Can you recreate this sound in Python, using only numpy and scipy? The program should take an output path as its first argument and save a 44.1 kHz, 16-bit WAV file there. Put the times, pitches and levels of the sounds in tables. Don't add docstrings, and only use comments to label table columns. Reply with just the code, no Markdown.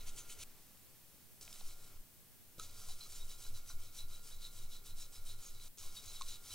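import sys
import numpy as np
from scipy import signal
from scipy.fft import rfft, irfft
from scipy.io import wavfile
from scipy.ndimage import uniform_filter1d

SR = 44100
rng = np.random.default_rng(int(sys.argv[2]) if len(sys.argv) > 2 else 0)


def wav_record(signal):
    frames = np.transpose(np.atleast_2d(signal))
    bounded = np.clip(frames, -1, 1)
    quanta = np.round(bounded * 32767).astype(np.int16)
    wavfile.write(sys.argv[1], SR, quanta)


def elevation(decibels):
    levels = np.asarray(decibels, float)
    return 10 ** (levels / 20)


N = 288414


def in_time(points):
    s, level = np.transpose(points)
    return np.interp(np.arange(N) / SR, s, level)


def rms_one(x):
    return x / np.sqrt(np.mean(x ** 2) + 1e-20)


def coloured(x, points):
    hz, db = np.transpose(points)
    shape = np.interp(np.log(np.fft.rfftfreq(N, 1 / SR) + 1), np.log(hz), db)
    return rms_one(irfft(rfft(x) * elevation(shape), N))


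def resonate(x, modes):
    out = 0
    for k, (hz, width_hz, db) in enumerate(modes):
        r = np.exp(-np.pi * width_hz / SR)
        a = [1, -2 * r * np.cos(2 * np.pi * hz / SR), r * r]
        ring = (1 - r * r) / 2 * signal.lfilter([1, 0, -1], a, x + 1e-18)
        out = out + (-1) ** k * elevation(db) * ring
    return out


def flicks(per_s, spread_db):
    sizes = elevation(spread_db * np.minimum(rng.exponential(1, N), 4)) * rng.choice([-1, 1], N)
    return sizes * (rng.random(N) < per_s / SR)


def clumps(hz):
    r = np.exp(-2 * np.pi * hz / SR)
    wander = signal.lfilter([1], [1, -2 * r, r * r], rng.standard_normal(N + SR))
    return rms_one(wander[SR:])


def each_by_chance(x, modes, patchy_db, hz):
    return sum(resonate(x * elevation(patchy_db * clumps(hz)), [mode]) for mode in modes)


def add(out, s, sound):
    start = round(s * SR)
    out[start:start + len(sound)] += sound


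# (f/Hz, level/dB)
HISS_COLOUR = [(8, 14.5), (20, 1.5), (38, -20), (60, -2), (100, -2.5), (200, -8), (400, -15.5),
               (1000, -19.5), (2200, -20), (7000, -18.5), (15500, -13.5)]
# (f/Hz, level/dB against the hiss)
HISS_SHARED = [(8, -8), (60, -6), (150, -2.5), (400, -1.5), (1500, -14), (15500, -6.5)]


def preamp_hiss():
    shared, left, right = rng.standard_normal((3, N))
    common = elevation(-8.5) * coloured(shared, HISS_SHARED)
    return elevation(-60) * coloured(common + np.array([left, right]), HISS_COLOUR)


# (t/s, level/dB)
MURMUR_LEVEL = [(0, -65), (.5, -65.5), (.9, -68), (1.4, -69.5), (2, -70.5), (2.6, -70.5), (5.7, -87.5),
                (6.54, -68)]
# (f/Hz, level/dB)
MURMUR_COLOUR = [(60, -16), (150, -3), (400, -6), (1000, -11), (3000, -12.5), (6000, -11), (12000, -14.5)]


def murmur():
    return elevation(in_time(MURMUR_LEVEL)) * coloured(rng.standard_normal(N), MURMUR_COLOUR)


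# (f/Hz, level/dB)
FAN_COLOUR = [(100, 10.5), (200, -3.5), (400, 3), (800, -2.5), (1400, -2), (1800, -21), (3000, -23),
              (6000, -40.5), (12000, -22)]
# (f/Hz, width/Hz, level/dB)
FAN_HUMS = [(401.8, 10, -84), (2217, 14, -84)]


def fan():
    air = elevation(-72.5) * coloured(rng.standard_normal(N), FAN_COLOUR)
    white = rng.standard_normal(N)
    hums = 0
    for hz, width_hz, db in FAN_HUMS:
        hums = hums + elevation(db) * rms_one(resonate(white, [(hz, width_hz, 0)]))
    whine_hz = 1400 + 0.87 * clumps(2.12)
    whine_level = np.sqrt(2) * elevation(-77.5 + 1.2 * clumps(5.5))
    whine = whine_level * np.sin(2 * np.pi * np.cumsum(whine_hz) / SR)
    return air + hums + whine


# (opens t/s, shuts t/s)
GATE_OPEN = [
    (-0.1, 0.438),
    (1.410, 1.977),
    (2.581, 5.682),
    (5.773, 6.7),
]
GATE_GAIN = [2.5, -1.5, -0.5, 0.5]


def gate():
    t = np.arange(N) / SR
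    gain = elevation(-37)
    for (opens_s, shuts_s), db in zip(GATE_OPEN, GATE_GAIN):
        gain = gain + elevation(db) * ((t > opens_s) & (t < shuts_s))
    return uniform_filter1d(gain, size=70)


# (t/s, level/dB, sway f/Hz, fade t/s)
ROCKS = [(0.028, -40.5, 13.4, 0.22), (0.104, -41.5, 6.7, 0.068), (0.293, -40.5, 10.3, 0.032),
         (0.464, -52, 10.2, 0.028), (1.482, -53.5, 10.9, 0.25), (1.682, -35.5, 7.5, 0.021),
         (1.752, -43.5, 10.5, 0.083), (1.856, -55, 14, 0.0054), (2.01, -44, 14.4, 0.022),
         (2.638, -46, 11.3, 0.4), (2.927, -36, 8.3, 0.063), (3.08, -51.5, 7.6, 0.51),
         (3.23, -36.5, 13.2, 0.14), (3.513, -33, 9.7, 0.088), (3.779, -32.5, 9.4, 0.065),
         (4.063, -35.5, 12, 0.13), (4.384, -41.5, 15.4, 0.21), (4.667, -35, 11.2, 0.083),
         (4.814, -47, 15.0, 0.15), (4.963, -37, 12.6, 0.12), (5.245, -36, 12.2, 0.24),
         (5.456, -43, 7.6, 0.02), (5.529, -37, 11.4, 0.2), (5.67, -39.5, 12.0, 0.075),
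         (5.897, -38, 7.3, 0.035), (6.13, -49, 16.2, 0.94), (6.232, -38, 9.5, 0.12),
         (6.475, -46.5, 11.3, 0.013)]


def rocking():
    out, t = np.zeros(N), np.arange(N) / SR
    rise_s, lead_rad = 0.045, 1.17
    for s, db, hz, fade_s in ROCKS:
        near = slice(max(round((s - .2) * SR), 0), round((s + 1.2) * SR))
        u = t[near] - s
        shape = np.where(u < 0, np.exp(-(u / rise_s) ** 2 / 2), np.exp(-u / fade_s))
        out[near] -= elevation(db) * shape * np.cos(2 * np.pi * hz * u + lead_rad)
    return out


# (t/s, level/dB)
JOLTS = [(0.045, -62.5), (0.194, -73), (0.4, -66), (1.45, -66), (1.664, -63.5), (1.754, -67.5),
         (1.965, -64), (2.585, -62), (2.73, -67), (2.87, -64.5), (3.1, -61), (3.25, -65.5), (3.48, -56),
         (3.741, -58), (4.04, -59), (4.34, -65), (4.59, -57), (4.91, -60), (5.2, -60), (5.35, -66),
         (5.54, -63.5), (5.8, -62), (6.065, -66), (6.229, -64), (6.35, -66), (6.53, -65)]


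def jolts():
    rise_db_per_s, fall_db_per_s = 253, 75
    t = np.arange(0, N, 64) / SR
    s, db = np.transpose(JOLTS)[:, :, None]
    away_db = np.where(t < s, rise_db_per_s * (s - t), fall_db_per_s * (t - s))
    loudest_db = (db - away_db).max(axis=0)
    return elevation(np.interp(np.arange(N) / SR, t, loudest_db))


# (f/Hz, width/Hz, level/dB)
BENCH_TONES = [(57, 16.2, -7), (73.6, 13, -2.5), (86.3, 11.9, 0), (103.2, 12.6, -0.5), (109.6, 35, -12.5)]


def bench_rumble():
    return rms_one(resonate(rng.standard_normal(N), BENCH_TONES)) * jolts()


# (t/s, level/dB, f/Hz, time to fall 60 dB t/s)
THUDS = [(1.411, -59, 377, 0.027), (1.478, -54, 1400, 0.013), (1.479, -55, 670, 0.02),
         (2.5809, -49, 129, 0.051), (2.5808, -49, 300, 0.02), (2.597, -54, 420, 0.026),
         (1.6074, -54, 1100, 0.018), (1.612, -50.5, 770, 0.02), (2.5832, -48, 490, 0.014),
         (2.592, -47, 1280, 0.019), (2.596, -45, 1300, 0.071), (2.814, -60.5, 1290, 0.11),
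         (3.062, -59.5, 1263, 0.071), (3.464, -57, 1460, .047), (3.699, -56.5, 1400, 0.13),
         (3.70, -61, 1065, 0.098), (4.008, -64, 1060, 0.1), (4.31, -61, 1460, 0.04),
         (5.426, -62, 1310, .04), (5.774, -66, 500, 0.01), (5.835, -62, 1064, 0.1),
         (6.2103, -36, 1073, 0.021), (6.215, -49, 1078, 0.073), (6.503, -59, 1360, 0.049)]


def thuds():
    out, t = np.zeros(N + SR), np.arange(SR // 8) / SR
    rise = 1 - np.exp(-(t / 0.0015) ** 2)
    for s, db, hz, t60 in THUDS:
        pair = np.sin(2 * np.pi * hz * t) + elevation(-5) * np.sin(2 * np.pi * hz * 1.045 * t)
        add(out, s, elevation(db - 60 * t / max(t60, .005)) * rise * pair)
    return out[:N]


# (t/s, level/dB, brightest f/Hz)
CRACKS = [(1.412, -48, 6500), (1.429, -44, 6500), (1.478, -43, 3060), (1.528, -36, 5200),
          (1.6068, -48, 3640), (1.61, -48, 3500), (2.5828, -54, 5500), (2.5965, -37, 9600),
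          (2.5973, -37.5, 3900), (4.461, -61, 4500), (5.784, -42, 5300), (6.209, -47, 6700),
          (6.2118, -39, 4200), (6.219, -43, 8150), (6.2198, -35.5, 3800)]
# (t/s, level/dB, brightest f/Hz)
MORE_CRACKS = [(0.0672, -56, 6480), (0.162, -48, 8250), (0.2987, -51, 3060), (0.389, -53, 6520),
               (1.5015, -50, 8660), (1.559, -50, 2900), (1.576, -55, 2900), (1.6676, -52, 4040),
               (1.71, -56, 2300), (3.0135, -59, 4100), (3.6905, -47.5, 6100), (3.9404, -51, 10600),
               (4.2333, -52, 7490), (4.4268, -64, 4080), (4.9821, -56, 4330), (5.2579, -56, 4010),
               (5.5987, -50, 4100), (5.9698, -47, 3800), (6.1619, -53, 3840), (6.4532, -47, 8530)]
# (f/Hz, width/Hz, level/dB)
HEAD_TONES = [(2430, 700, -2.5), (3350, 820, -3.5), (3900, 300, 1), (4500, 650, -5), (5430, 780, -7),
              (6300, 410, 0), (8000, 820, -2), (10600, 540, -6)]


def cracks():
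    out, t = np.zeros(N + SR), np.arange(SR // 8) / SR
    for s, db, crack_hz in CRACKS + MORE_CRACKS:
        modes = [(crack_hz, crack_hz / 12, -1)]
        head = [(f, width, mode_db - 9 * np.log2(f / crack_hz) ** 2) for f, width, mode_db in HEAD_TONES]
        burst = elevation(-60 * t / .012) * rng.standard_normal(len(t)) / 6 + (t == 0)
        crack = resonate(burst, head + modes)
        add(out, s, elevation(db) * crack / np.abs(crack).max())
    return out[:N]


# (start t/s, ring f/Hz, level/dB)
SHIELD_SNAGS = [(2.896, 3940, -61), (3.005, 4070, -54), (3.2, 3820, -61), (3.3, 3900, -59.5),
                (3.432, 3940, -60.5), (3.544, 4030, -62), (3.69, 4010, -61.5), (3.985, 3980, -53),
                (4.131, 3900, -62), (4.307, 3870, -63), (4.418, 4050, -58.5), (4.561, 3900, -68),
                (4.715, 3910, -62.5), (4.865, 3900, -65), (4.985, 3880, -63), (5.148, 3950, -64),
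                (5.29, 3800, -58), (5.552, 3940, -67), (5.601, 3980, -61), (5.962, 3800, -55),
                (6.072, 4060, -59.5), (6.154, 3870, -56.5), (6.282, 3980, -59.5), (6.498, 3980, -57)]
# (start t/s, ring f/Hz, level/dB)
PART_SNAGS = [(0.07, 6300, -70), (0.075, 7300, -69), (0.176, 6870, -61), (0.179, 6180, -61),
              (0.184, 7440, -67), (0.295, 3060, -65), (0.311, 6100, -67), (0.399, 5900, -67),
              (1.411, 6130, -66), (1.682, 4280, -70), (5.42, 6900, -63), (2.613, 6700, -60),
              (2.879, 733, -69.5), (3.141, 7180, -59), (3.685, 5980, -56.5), (3.69, 5170, -70),
              (3.019, 4760, -67), (2.81, 6100, -67), (2.8, 5000, -74), (3.821, 3250, -73),
              (3.965, 5910, -60), (5.003, 5440, -60), (5.002, 6730, -59.5), (5.14, 5100, -67),
              (5.447, 6540, -57.5), (5.781, 6650, -60), (5.782, 5260, -63.5), (5.957, 4530, -60),
              (6.077, 6580, -59.5), (6.276, 6100, -61), (6.288, 8900, -66), (6.304, 6770, -61),
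              (6.512, 3090, -61), (6.512, 5900, -59)]


def snags():
    out, t = np.zeros(N + SR), np.arange(SR // 6) / SR
    attack_s, fade_s, loud_part_s = 0.004, 0.018, 0.026
    swell = (1 - np.exp(-t / attack_s)) * np.exp(-t / fade_s)
    for s, hz, db in SHIELD_SNAGS + PART_SNAGS:
        noise = rng.standard_normal(len(t))
        spiky = noise * np.abs(noise)
        modes = [(hz, 42, 0), (1.02 * hz, .015 * hz, -11), (.975 * hz, .02 * hz, -13)]
        ring = resonate(spiky * swell, modes)
        add(out, s, elevation(db) * ring / np.std(ring[:round(loud_part_s * SR)]))
    return out[:N]


# (middle t/s, length t/s, bristle level/dB, shield against bristle level/dB)
FIRST_STROKES = [
    (-0.005, 0.094, -66, -7),
    (0.081, 0.038, -56, -14),
    (0.186, 0.046, -56.5, -21),
    (0.308, 0.042, -57, -10),
    (0.419, 0.056, -54.5, -20),
    (1.416, 0.025, -55.5, -15),
    (1.547, 0.12, -59.5, -9),
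    (1.678, 0.083, -57.5, -9),
    (1.848, 0.1, -65.5, -4),
    (1.917, 0.095, -87, -26),
]
SCRUB_STROKES = [(2.623, 0.075, -56.5, -4), (2.829, 0.19, -59, -12), (2.903, 0.052, -56, -5),
                 (3.028, 0.085, -58, -15), (3.147, 0.12, -56, -7), (3.309, 0.053, -55.5, -6),
                 (3.425, 0.1, -57, -6), (3.565, 0.056, -58.5, -7), (3.692, 0.056, -57, -9),
                 (3.83, 0.088, -61, -5), (3.978, 0.089, -57, -1.5), (4.131, 0.1, -59.5, -2),
                 (4.285, 0.11, -58, -9.5), (4.44, 0.083, -59, 6.5), (4.575, 0.12, -59.5, -6.5),
                 (4.735, 0.08, -58.5, 1), (4.874, 0.067, -58.5, -3), (5.001, 0.083, -57.5, -2.5),
                 (5.15, 0.064, -59, -8), (5.289, 0.084, -57.5, 2.5), (5.442, 0.12, -58, -10),
                 (5.658, 0.11, -59.5, -1.5), (5.825, 0.13, -57, -6), (5.963, 0.085, -58, -7),
                 (6.12, 0.29, -61, -3.5), (6.304, 0.095, -55, -0.5), (6.474, 0.084, -57, -8),
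                 (6.532, 0.055, -62, -3)]
# (t/s, drag level/dB)
REST_WEIGHT = [(0, -70), (0.4, -68), (1.45, -59.5), (1.75, -68.5), (2.0, -69.5), (2.7, -63), (3.25, -64.5),
               (3.75, -68), (3.95, -75), (4.5, -91), (5.2, -69), (5.38, -83), (5.55, -64), (5.9, -89),
               (6.05, -59), (6.2, -63), (6.4, -72), (6.54, -55.5)]


def stroke_pressure():
    t, strokes = np.arange(N) / SR, FIRST_STROKES + SCRUB_STROKES
    middle, _, stroke_db, shield_db = np.transpose(strokes)
    edge_db, squareness = 5.5, 2.46
    onset = 0.82
    power = elevation(in_time(REST_WEIGHT)) ** 2
    for s, length_s, db, _ in strokes:
        near = slice(max(round((s - .15) * SR), 0), round((s + .15) * SR))
        u = np.where(t[near] < s, 1 / onset, onset) * (t[near] - s)
        power[near] += elevation(db - edge_db * np.abs(2 * u / length_s) ** squareness) ** 2
    bristle = np.sqrt(power)
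    shield = bristle * elevation(np.interp(t, middle, shield_db))
    board_db = -66.5 + 0.64 * (stroke_db + 55.5) - stroke_db
    board = bristle * elevation(np.interp(t, middle, board_db))
    return bristle, shield, board


# (f/Hz, width/Hz, level/dB)
BOARD_TONES = [(750, 110, -3), (1051, 106, 1), (1290, 92, 2.5), (1404, 280, -8), (2340, 400, -1),
               (3060, 340, -1.5)]


def board_thrum(board):
    thrum = each_by_chance(flicks(900, 1.2), BOARD_TONES, patchy_db=0.9, hz=9.0)
    return rms_one(thrum) * board * elevation(-2.0)


# (f/Hz, width/Hz, level/dB)
SHIELD_TONES = [(3800, 24.6, 1.5), (3870, 40, -5), (3940, 99, -4.5), (3980, 18, 4), (4070, 36, 4)]
# (f/Hz, width/Hz, level/dB)
SHIELD_UPPER_TONES = [(4740, 650, 8.5), (6100, 210, 2), (6700, 83, -25), (7230, 190, 5), (8070, 1300, 13),
                      (8900, 990, 7), (10100, 780, 2), (10940, 570, 7)]
# (f/Hz, width/Hz, level/dB)
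PART_TONES = [(3060, 50, -8), (4650, 50, 1.5), (5170, 35, 2.5), (5500, 50, -3.5), (5900, 33, 0.5),
              (6100, 89, -2.5), (6540, 55, 2.5), (7040, 63, 2.5), (7300, 100, -1), (7910, 98, -6),
              (8900, 79, -7)]


def ringing_metal(bristle, shield):
    hard = flicks(1500, 0.79) * elevation(1.25 * clumps(49))
    late_shield = np.roll(shield, round(0.01 * SR))
    main = each_by_chance(rms_one(hard) * late_shield, SHIELD_TONES, patchy_db=2.5, hz=26) * elevation(13.0)
    upper = rms_one(each_by_chance(hard, SHIELD_UPPER_TONES, patchy_db=5.0, hz=9)) * bristle * elevation(-7)
    parts = rms_one(each_by_chance(hard, PART_TONES, patchy_db=3.8, hz=9)) * bristle * elevation(-10.5)
    return main + upper + parts


# (f/Hz, level/dB)
CONNECTOR_COLOUR = [(1500, -27), (2100, -4), (3100, -0.5), (4000, -1.5), (5300, -4), (6200, 3.5),
                    (8000, -5), (10500, -1), (12500, -27), (16000, -5)]
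# (f/Hz, level/dB)
BRISTLE_COLOUR = [(1500, -17), (2200, -14), (3200, -7.5), (4300, -3.5), (5300, 0), (6800, -1.5), (9000, -5),
                  (11000, -4.5), (12500, -14.5), (16000, -9)]


def bristle_hiss(bristle):
    dense = flicks(7000, 1.35)
    on_connectors = np.arange(N) < 1.0 * SR
    tips = np.where(on_connectors, coloured(dense, CONNECTOR_COLOUR), coloured(dense, BRISTLE_COLOUR))
    return tips * elevation(1.44 * clumps(77)) * bristle


def brush():
    bristle, shield, board = stroke_pressure()
    return board_thrum(board) + ringing_metal(bristle, shield) + bristle_hiss(bristle)


def scene():
    gated = gate() * (fan() + bench_rumble() + thuds() + cracks() + snags() + brush())
    near = gated + rocking() + murmur()
    return np.array([near, np.roll(near, shift=1)]) + preamp_hiss()


def low_pass(x):
    return signal.sosfilt(signal.butter(12, 17060, fs=SR, output="sos"), x)


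def record(dry):
    left, right = rfft(dry)
    hz = np.fft.rfftfreq(N, 1 / SR)
    nearly_left = left + elevation(-16.5) * (right - left)
    joined_right = np.where(hz > 7450, nearly_left, right)
    mix = irfft(np.array([left, joined_right]) * (hz < 15800), N)
    return low_pass(mix)


dry = scene()
out = record(dry)
wav_record(out)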